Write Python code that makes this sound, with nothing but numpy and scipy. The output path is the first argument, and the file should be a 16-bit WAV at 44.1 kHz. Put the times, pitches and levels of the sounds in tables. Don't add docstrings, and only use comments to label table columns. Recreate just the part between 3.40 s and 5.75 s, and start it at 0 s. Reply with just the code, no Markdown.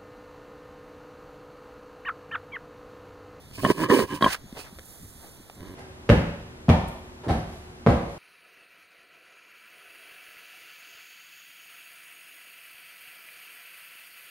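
import sys
import numpy as np
from scipy import signal
from scipy.fft import rfft, irfft, next_fast_len
from scipy.io import wavfile
from scipy.ndimage import uniform_filter1d

SR = 44100
rng = np.random.default_rng(int(sys.argv[2]) if len(sys.argv) > 2 else 0)


def generate_wav(signal):
    frames = np.transpose(np.atleast_2d(signal))
    scaled = np.clip(frames, -1, 1) * 32767
    pcm = np.round(scaled).astype(np.int16)
    wavfile.write(sys.argv[1], SR, pcm)


def convert_level_to_amplitude(level_db):
    exponent = np.asarray(level_db, float) / 20
    return 10 ** exponent


N = 103635
T = np.arange(N) / SR


def curve(rows, col=1, **ends):
    rows = np.array(rows, float)
    return np.interp(T, rows[:, 0], rows[:, col], **ends)


def unit(x):
    return x / np.sqrt(np.mean(x ** 2) + 1e-30)


LAG_S, KNEE_HZ, KNEE_WIDTH_HZ = .0004, 1440, 120
STAIR = .42


def colour(x, points, turn=0):
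    size = next_fast_len(N + 4096)
    f = np.arange(size // 2 + 1) * SR / size + 1e-3
    hz, db = np.array(points, float).T
    gain = convert_level_to_amplitude(np.interp(np.log(f), np.log(hz), db))
    hz_above_knee = KNEE_WIDTH_HZ * np.logaddexp(0, (f - KNEE_HZ) / KNEE_WIDTH_HZ)
    phase = 2 * np.pi * turn * LAG_S * hz_above_knee
    phase = phase - STAIR * np.sin(2 * phase)
    return irfft(rfft(x, size) * gain * np.exp(-1j * phase), size)[..., :N]


def ring(x, hz, width_hz):
    return signal.lfilter(*signal.iirpeak(hz, hz / width_hz, fs=SR), x)


def tract(x, peaks):
    return sum((-1) ** k * convert_level_to_amplitude(db) * ring(x, hz, width) for k, (hz, width, db) in enumerate(peaks))


def walk(rate_hz):
    hold = int(SR / rate_hz)
    steps = np.repeat(rng.standard_normal(N // hold + 1), hold)
    return 1.3 * uniform_filter1d(uniform_filter1d(steps, hold), hold)[:N]


# pitch_hz [Hz], level_db [dB per Hz]
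AIR_COLOUR = [(25, -5), (90, 0), (300, -9.5), (700, -13), (2000, -20), (3400, -18.5), (6000, -23),
              (15500, -71)]
AIR_DB, THUD_DB = -52.5, 4.5


def air():
    noise = unit(colour(rng.standard_normal(N), AIR_COLOUR))
    bass = signal.sosfilt(signal.butter(2, 350, fs=SR, output="sos"), noise)
    return convert_level_to_amplitude(AIR_DB) * (bass * convert_level_to_amplitude(THUD_DB * walk(25.18)) + (noise - bass) * convert_level_to_amplitude(0.93 * walk(11.76)))


# start_s [s], level_db [dB]
SHUFFLE_LEVEL = [(0, -59.5), (.4, -58.5), (.92, -61), (1.1, -58.5), (1.3, -58), (1.5, -49.5), (1.9, -53.5),
                 (2.35, -60)]
# pitch_hz [Hz], level_db [dB per Hz]
LEAF_COLOUR = [(2500, -33), (4000, -8), (7000, 1), (10500, 5), (15500, -4.5)]


def shuffle():
    grain = convert_level_to_amplitude(walk(60.7) + 1.8 * walk(900))
    rustle = unit(colour(rng.standard_normal(N) * grain, [(1200, -55), *LEAF_COLOUR]))
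    return rustle * convert_level_to_amplitude(curve(SHUFFLE_LEVEL) + 1)


# start_s [s], length_s [s], level_db [dB], pitch_hz (centre) [Hz]
FOOT_SCUFFS = [(0.08, 0.3, -51.5, 68.4), (0.239, 0.023, -37.5, 60), (0.617, 0.043, -32, 91),
               (0.804, 0.087, -31, 306), (0.832, 0.072, -30, 88), (1.144, 0.094, -44.5, 700),
               (1.238, 0.068, -49, 950), (1.817, 0.091, -52, 437), (2.205, 0.19, -56, 1320),
               (2.23, 0.12, -48, 80)]


def scuffs():
    out = 0
    for start_s, length_s, level_db, pitch_hz in FOOT_SCUFFS:
        u = np.clip((T - start_s) / length_s, 0, 1)
        rasp = unit(ring(rng.standard_normal(N), pitch_hz, 1.2 * pitch_hz)) * convert_level_to_amplitude(2.5 * walk(90))
        out = out + convert_level_to_amplitude(level_db) * np.sin(np.pi * u ** 0.74) * rasp
    return out


# start_s [s], level_db [dB]
SPRAY_LEVEL = [(.08, -92), (.136, -47), (.31, -33.5), (.338, -47.5), (.44, -33), (.475, -65), (.497, -33.5),
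               (.53, -28.5), (.63, -32.5), (.668, -54), (.756, -39.5), (.802, -60), (.824, -38), (.89, -45),
               (.932, -28.5), (.985, -71), (1.138, -65), (1.192, -40.5), (1.34, -72)]
# pitch_hz [Hz], level_db [dB per Hz]
SAND_COLOUR = [(2500, 8.5), (3500, -6), (4700, 1), (6500, -7.5), (9300, -2), (12500, -14), (15500, -6)]
# start_s [s], level_db [dB]
SKID_LEVEL = [(.87, -41), (.885, -35), (.91, -33.5), (.95, -34.5), (.985, -66.5)]


def spray():
    grain = convert_level_to_amplitude(1.3 * walk(25) + 1.4 * walk(70) + 2.4 * walk(900))
    hiss = unit(colour(rng.standard_normal(N) * grain, [(1200, -80), *SAND_COLOUR]))
    rasp = unit(ring(rng.standard_normal(N) * convert_level_to_amplitude(2.8 * walk(300)), 1420, 2100))
    skidding = (T > SKID_LEVEL[0][0]) * (T < SKID_LEVEL[-1][0])
    return hiss * convert_level_to_amplitude(curve(SPRAY_LEVEL, left=-99, right=-99)) + rasp * convert_level_to_amplitude(curve(SKID_LEVEL)) * skidding


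# start_s [s], level_db (peak) [dB], pitch_hz [Hz], tick_db [dB]
HOOF_KNOCKS = [(.112, -46, 300, -39), (.912, -34, 1400, -30), (1.1265, -31, 230, -40),
               (1.151, -44, 500, -42), (1.171, -36, 450, -40), (1.178, -37, 500, -42),
               (1.192, -38, 300, -48), (1.327, -41, 200, -60), (1.387, -38, 600, -33),
               (1.3925, -40, 500, -34), (2.002, -42, 300, -56), (2.0985, -33, 800, -36),
               (2.206, -37, 280, -37)]
TICK_HZ, TICK_TAIL_S = 2000, .0018


def hooves():
    out, t = np.zeros(N), np.arange(2000) / SR
    for start_s, level_db, pitch_hz, tick_db in HOOF_KNOCKS:
        knock = np.sin(2 * np.pi * pitch_hz * t) * np.exp(-t * pitch_hz * .8)
        tick = ring(rng.standard_normal(2000) * np.exp(-t / TICK_TAIL_S), TICK_HZ, TICK_HZ)
        i = int(start_s * SR)
        out[i:i + 2000] += 1.3 * convert_level_to_amplitude(level_db) * knock + convert_level_to_amplitude(tick_db) * tick / np.abs(tick).max()
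    return out


JITTER, SCATTER_DB = .09, 2.5
WEAK_DB = 1.5
PUFF = 1


def folds(start_s, end_s, rate_hz, rough, sag):
    timing, strength = rng.standard_normal((2, 80))
    at = np.cumsum(np.exp(JITTER * timing)) / rate_hz
    at = start_s - .03 + at * (1 + sag * at / (end_s - start_s) / 2)
    level_db = SCATTER_DB * strength - WEAK_DB * (np.arange(80) % 2)
    keep = at < min(end_s + .03, N / SR - 1e-3)
    pulses = np.zeros(N)
    pulses[(at[keep] * SR).astype(int)] = convert_level_to_amplitude(level_db[keep])
    puff = signal.lfilter([1], [1, -np.exp(-rate_hz / PUFF / SR)], pulses) * rng.standard_normal(N)
    return np.sqrt(1 - rough) * unit(pulses) - np.sqrt(rough) * unit(puff)


def glide(x, hz, width_hz):
    bent = np.cumsum(hz / hz.min())
    even = ring(np.interp(np.arange(int(bent[-1]) + 1), bent, x), hz.min(), width_hz)
    return np.interp(bent, np.arange(len(even)), even)


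# start_s [s], first_hz [Hz], second_hz [Hz]
MOUTH_SHAPE = [(.17, 1094, 1660), (.25, 1062, 1760), (.31, 1010, 1650), (.38, 994, 1710), (.41, 937, 1645),
               (.44, 1047, 1725), (.5, 1085, 1805), (.52, 1026, 1780), (.55, 937, 1700), (.59, 1032, 1630),
               (.64, 1040, 1670), (.7, 1030, 1640), (.76, 995, 1670), (.82, 1052, 1640), (.838, 1080, 1650),
               (.847, 1013, 1650), (.88, 998, 1653)]


def snout(x, peaks, wander):
    out = tract(x, peaks[2:])
    for k, (_, width_hz, level_db) in enumerate(peaks[:2]):
        hz = curve(MOUTH_SHAPE, col=k + 1) * (1 + wander)
        out = out + (-1) ** k * convert_level_to_amplitude(level_db) * glide(x, hz, width_hz)
    return out


# start_s [s], level_db [dB], mouth_db (opening) [dB]
BREATH_LEVELS = [
    [(.165, -72, 1), (.183, -38.5, 6.5), (.2, -38.5, 4.5), (.221, -44, -7), (.228, -23, -25)],
    [(.228, -39, -54), (.246, -25.5, 3.5), (.27, -28, -6), (.308, -18, -8), (.34, -53, -3)],
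    [(.34, -44.5, -2.5), (.392, -26.5, -6.5), (.438, -24, -4), (.47, -36, 1), (.485, -36.5, -10)],
    [(.485, -30, -9), (.499, -20.5, -5), (.53, -16.5, -8.5), (.637, -23.5, -10.5), (.67, -53.5, -6)],
    [(.67, -44, -10), (.685, -47, 8.5), (.742, -31.5, -1), (.778, -39.5, -1), (.8, -62, 8)],
    [(2.165, -52, -17), (2.178, -50, -8), (2.235, -43, -10), (2.27, -50.5, -6.5), (2.35, -44, -9)],
]
# rate_hz [Hz], rough [0-1], sag (rate share) [1], chest_db [dB]
FOLD_SETTINGS = [(87.3, 0.82, 0.039, 2.5), (250.3, 0.2, .3, -10), (163, 0.34, 0.004, -7),
                 (267.4, 0.43, .2, -56), (143.3, 0.7, 0, -2.5), (92.8, 0, 0.03, -2.5)]
# pitch_hz [Hz], width_hz [Hz], level_db [dB]
THROAT_PEAKS = [(275, 60, -3), (395, 50, 0), (525, 80, -7)]
# pitch_hz [Hz], width_hz [Hz], level_db [dB]
SNOUT_PEAKS = [(1009, 90.5, 2), (1730, 124, -6.5), (1852, 74, -13), (2340, 180, -14.5), (2980, 108, -11)]
# pitch_hz [Hz], width_hz [Hz], depth (share) [1]
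NASAL_VALLEYS = [(780, 49, 0.15), (1389, 950, 0.88)]
CHEST_HZ, CHEST_WIDTH_HZ, GRUNT_DB = 151, 333, 2


def hog():
    out, breath = whine(), np.zeros(N)
    for rows, (rate_hz, rough, sag, chest_db) in zip(BREATH_LEVELS, FOLD_SETTINGS):
        start_s, end_s = rows[0][0], rows[-1][0]
        source = folds(start_s, end_s, rate_hz, rough, sag)
        chest = ring(ring(source, CHEST_HZ, CHEST_WIDTH_HZ), CHEST_HZ, CHEST_WIDTH_HZ)
        low = tract(source, THROAT_PEAKS) + convert_level_to_amplitude(chest_db) * chest
        inside = (T >= start_s) & (T <= end_s)
        gate = uniform_filter1d(inside * 1., 200)
        gain = convert_level_to_amplitude(curve(rows) + GRUNT_DB) * gate / np.std(low[inside])
        out += gain * low
        breath += source * gain * convert_level_to_amplitude(curve(rows, col=2))
    out += snout(breath, SNOUT_PEAKS, .02 * walk(40))
    for pitch_hz, width_hz, depth in NASAL_VALLEYS:
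        out = out - depth * ring(out, pitch_hz, width_hz)
    return out


# start_s [s], throat_db [dB], snout_db [dB]
FOLD_SLAPS = [(.183, -28, -37), (0.2338, -14, -30), (0.2418, -13, -46), (0.2488, -6.5, -9.5),
              (0.2647, -7.5, -41), (0.3124, -12.5, -21), (0.381, -23, -27), (0.4013, -32, -22),
              (0.417, -20, -24), (0.4363, -19, -15), (0.444, -29, -21.5), (0.5, -17, -15),
              (0.5005, -35, -12.5), (0.511, -27, -14.5), (0.590, -10, -16.5), (.600, -20, -16),
              (0.81, -22.5, -24), (0.8236, -11, -11), (0.842, -10.5, -10.5), (0.8611, -12.5, -16),
              (.875, -23, -19)]
# pitch_hz [Hz], width_hz [Hz], level_db [dB]
SLAP_THROAT_PEAKS = [(131.7, 64, 0.5), (259, 98, 7), (653, 120, 0.5)]
# pitch_hz [Hz], width_hz [Hz], level_db [dB]
SLAP_SNOUT_PEAKS = [(1070, 62, 0), (1660, 80, -8), (1940, 110, -13)]
PUSH_S = .0003


def slaps():
    start_s, throat_db, snout_db = np.array(FOLD_SLAPS).T
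    push = np.hanning(int(PUSH_S * SR) + 2)

    def hits(level_db, peaks):
        hit = np.zeros(N)
        loudest = np.abs(tract((T == 0) * 1., peaks)).max()
        hit[(start_s * SR).astype(int)] = -convert_level_to_amplitude(level_db) / loudest
        return np.convolve(hit, push / push.sum())[:N]

    throat = tract(hits(throat_db, SLAP_THROAT_PEAKS), SLAP_THROAT_PEAKS)
    return throat + snout(hits(snout_db, SLAP_SNOUT_PEAKS), SLAP_SNOUT_PEAKS, 0)


# start_s [s], pitch_hz [Hz], width_hz [Hz], level_db (peak) [dB]
MOUTH_RINGS = [(0.235, 3100, 110, -35), (.241, 3120, 120, -32), (0.2493, 2980, 130, -19.5),
               (0.2495, 3310, 150, -23), (.2495, 9300, 160, -23), (.2495, 4100, 300, -32),
               (0.2632, 3050, 130, -27), (.266, 8500, 200, -34), (0.8105, 3270, 120, -31),
               (.817, 3200, 120, -35), (0.8243, 3250, 150, -11.5), (.8242, 3870, 124, -16.5),
               (0.8242, 4530, 140, -21), (.826, 1099, 13, -15), (0.831, 3760, 150, -29),
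               (.832, 3330, 77, -27), (0.8434, 3192, 77, -11), (.844, 4770, 170, -24),
               (0.8454, 3870, 170, -25), (0.8454, 2340, 120, -20), (.854, 3260, 110, -32),
               (0.86, 3050, 53, -31), (.8625, 1044, 42, -6.5), (.862, 1630, 56, -15.5)]
SWELL_S = .0009


def rings():
    out = 0
    for start_s, pitch_hz, width_hz, level_db in MOUTH_RINGS:
        u = np.clip(T - start_s, 0, None)
        envelope = (1 - np.exp(-u / SWELL_S)) * np.exp(-np.pi * width_hz * u)
        out = out + convert_level_to_amplitude(level_db) * envelope * np.sin(2 * np.pi * pitch_hz * u)
    return out


# start_s [s], pitch_hz [Hz], level_db [dB]
WHINE_TONE = [(.49, 271.8, -40), (.504, 270.3, -8), (.514, 289, -26), (.524, 382, -9.5), (.536, 406, -10),
              (.542, 370.5, -31), (.562, 305, -15.5), (.576, 270, -21), (.59, 268, -40)]


def whine():
    phase = 2 * np.pi * np.cumsum(curve(WHINE_TONE) * (1 + 0.019 * walk(119.1))) / SR
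    level = np.sqrt(2) * convert_level_to_amplitude(curve(WHINE_TONE, col=2, left=-99, right=-99))
    return level * (np.sin(phase) + convert_level_to_amplitude(-25) * np.sin(2 * phase))


# start_s [s], length_s [s], start_hz [Hz], end_hz [Hz], level_db [dB]
BIRD_PEEPS = [
    (0.985, .125, 6600, 6680, -60.5),
    (2.135, .035, 6550, 7900, -57),
]


def bird():
    out = 0
    for start_s, length_s, start_hz, end_hz, level_db in BIRD_PEEPS:
        u = np.clip((T - start_s) / length_s, 0, 1)
        hz = start_hz + (end_hz - start_hz) * u ** 0.56 + 22 * walk(80)
        level = convert_level_to_amplitude(level_db + 2 * walk(50)) * np.sin(np.pi * u) ** .5
        out = out + level * np.sin(2 * np.pi * np.cumsum(hz) / SR)
    return out


# pitch_hz [Hz], level_db [dB]
PORT_COLOUR = [(100, 0), (4000, 0), (5300, -1), (5700, -3), (6900, -6), (8600, -9), (15000, -10)]
# pitch_hz [Hz], level_db [dB]
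HOG_SHADE = [(110, -1), (330, -5), (1000, -1), (1600, 3.5), (2650, -.5), (3300, -9), (4700, -4), (9000, -1)]
# pitch_hz [Hz], level_db [dB]
LOOSE_COLOUR = [(30, -1), (100, -6), (500, -2), (1000, -9), (2050, -3), (2700, -13), (5200, -8), (15000, 0)]
ECHO_S, ECHO_DB, ECHO_HZ, ECHO_WIDTH_HZ = 0.0084, -12, 1260, 2600
BESIDE_S, BESIDE_DB = .66, -11


def scene():
    near = hog() + slaps() + spray()
    bark = rings() + convert_level_to_amplitude(BESIDE_DB) * near * (T > BESIDE_S)
    far = hooves() + scuffs() + bird() + air() + shuffle()
    decay = np.exp(-np.arange(8000) / SR / ECHO_S) / np.sqrt(ECHO_S * SR / 2)
    tail = rng.standard_normal((2, 8000)) * decay
    echo = convert_level_to_amplitude(ECHO_DB) * signal.fftconvolve(ring(near, ECHO_HZ, ECHO_WIDTH_HZ)[None], tail)[:, :N]
    loose = colour(np.array([air() + shuffle() + spray() + scuffs() for _ in range(2)]), LOOSE_COLOUR)
    left = colour(near, HOG_SHADE) + colour(bark, PORT_COLOUR, turn=-1.07) + far
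    return np.array([left, near + bark + far]) + loose + echo


JOIN_DB, JOIN_HZ = -11, 900


def join(x):
    mid_side = np.array([x[0] + x[1], x[0] - x[1]]) / 2
    f, _, z = signal.stft(mid_side, SR, nperseg=2048)
    band = np.arange(len(f)) // 8
    power = np.add.reduceat(abs(z) ** 2, np.arange(0, len(f), 8), axis=1)[:, band]
    keep = (power > convert_level_to_amplitude(2 * JOIN_DB) * power[::-1]) | (f < JOIN_HZ)[:, None]
    mid, side = signal.istft(z * keep, SR, nperseg=2048)[1][:, :N]
    return np.array([mid + side, mid - side])


def band_limit(x):
    return signal.sosfilt(signal.butter(12, 16000, fs=SR, output="sos"), x)


CEILING, TOP_HZ = 1.1, 15750


def record(dry):
    ports = np.array([colour(dry[0], PORT_COLOUR, turn=0.98), dry[1]])
    rounded = np.tanh(ports / CEILING) * CEILING
    mix = signal.sosfilt(signal.ellip(10, .2, 80, TOP_HZ, fs=SR, output="sos"), rounded)
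    mix = join(mix)
    return band_limit(mix)


dry = scene()
out = record(dry)
generate_wav(out)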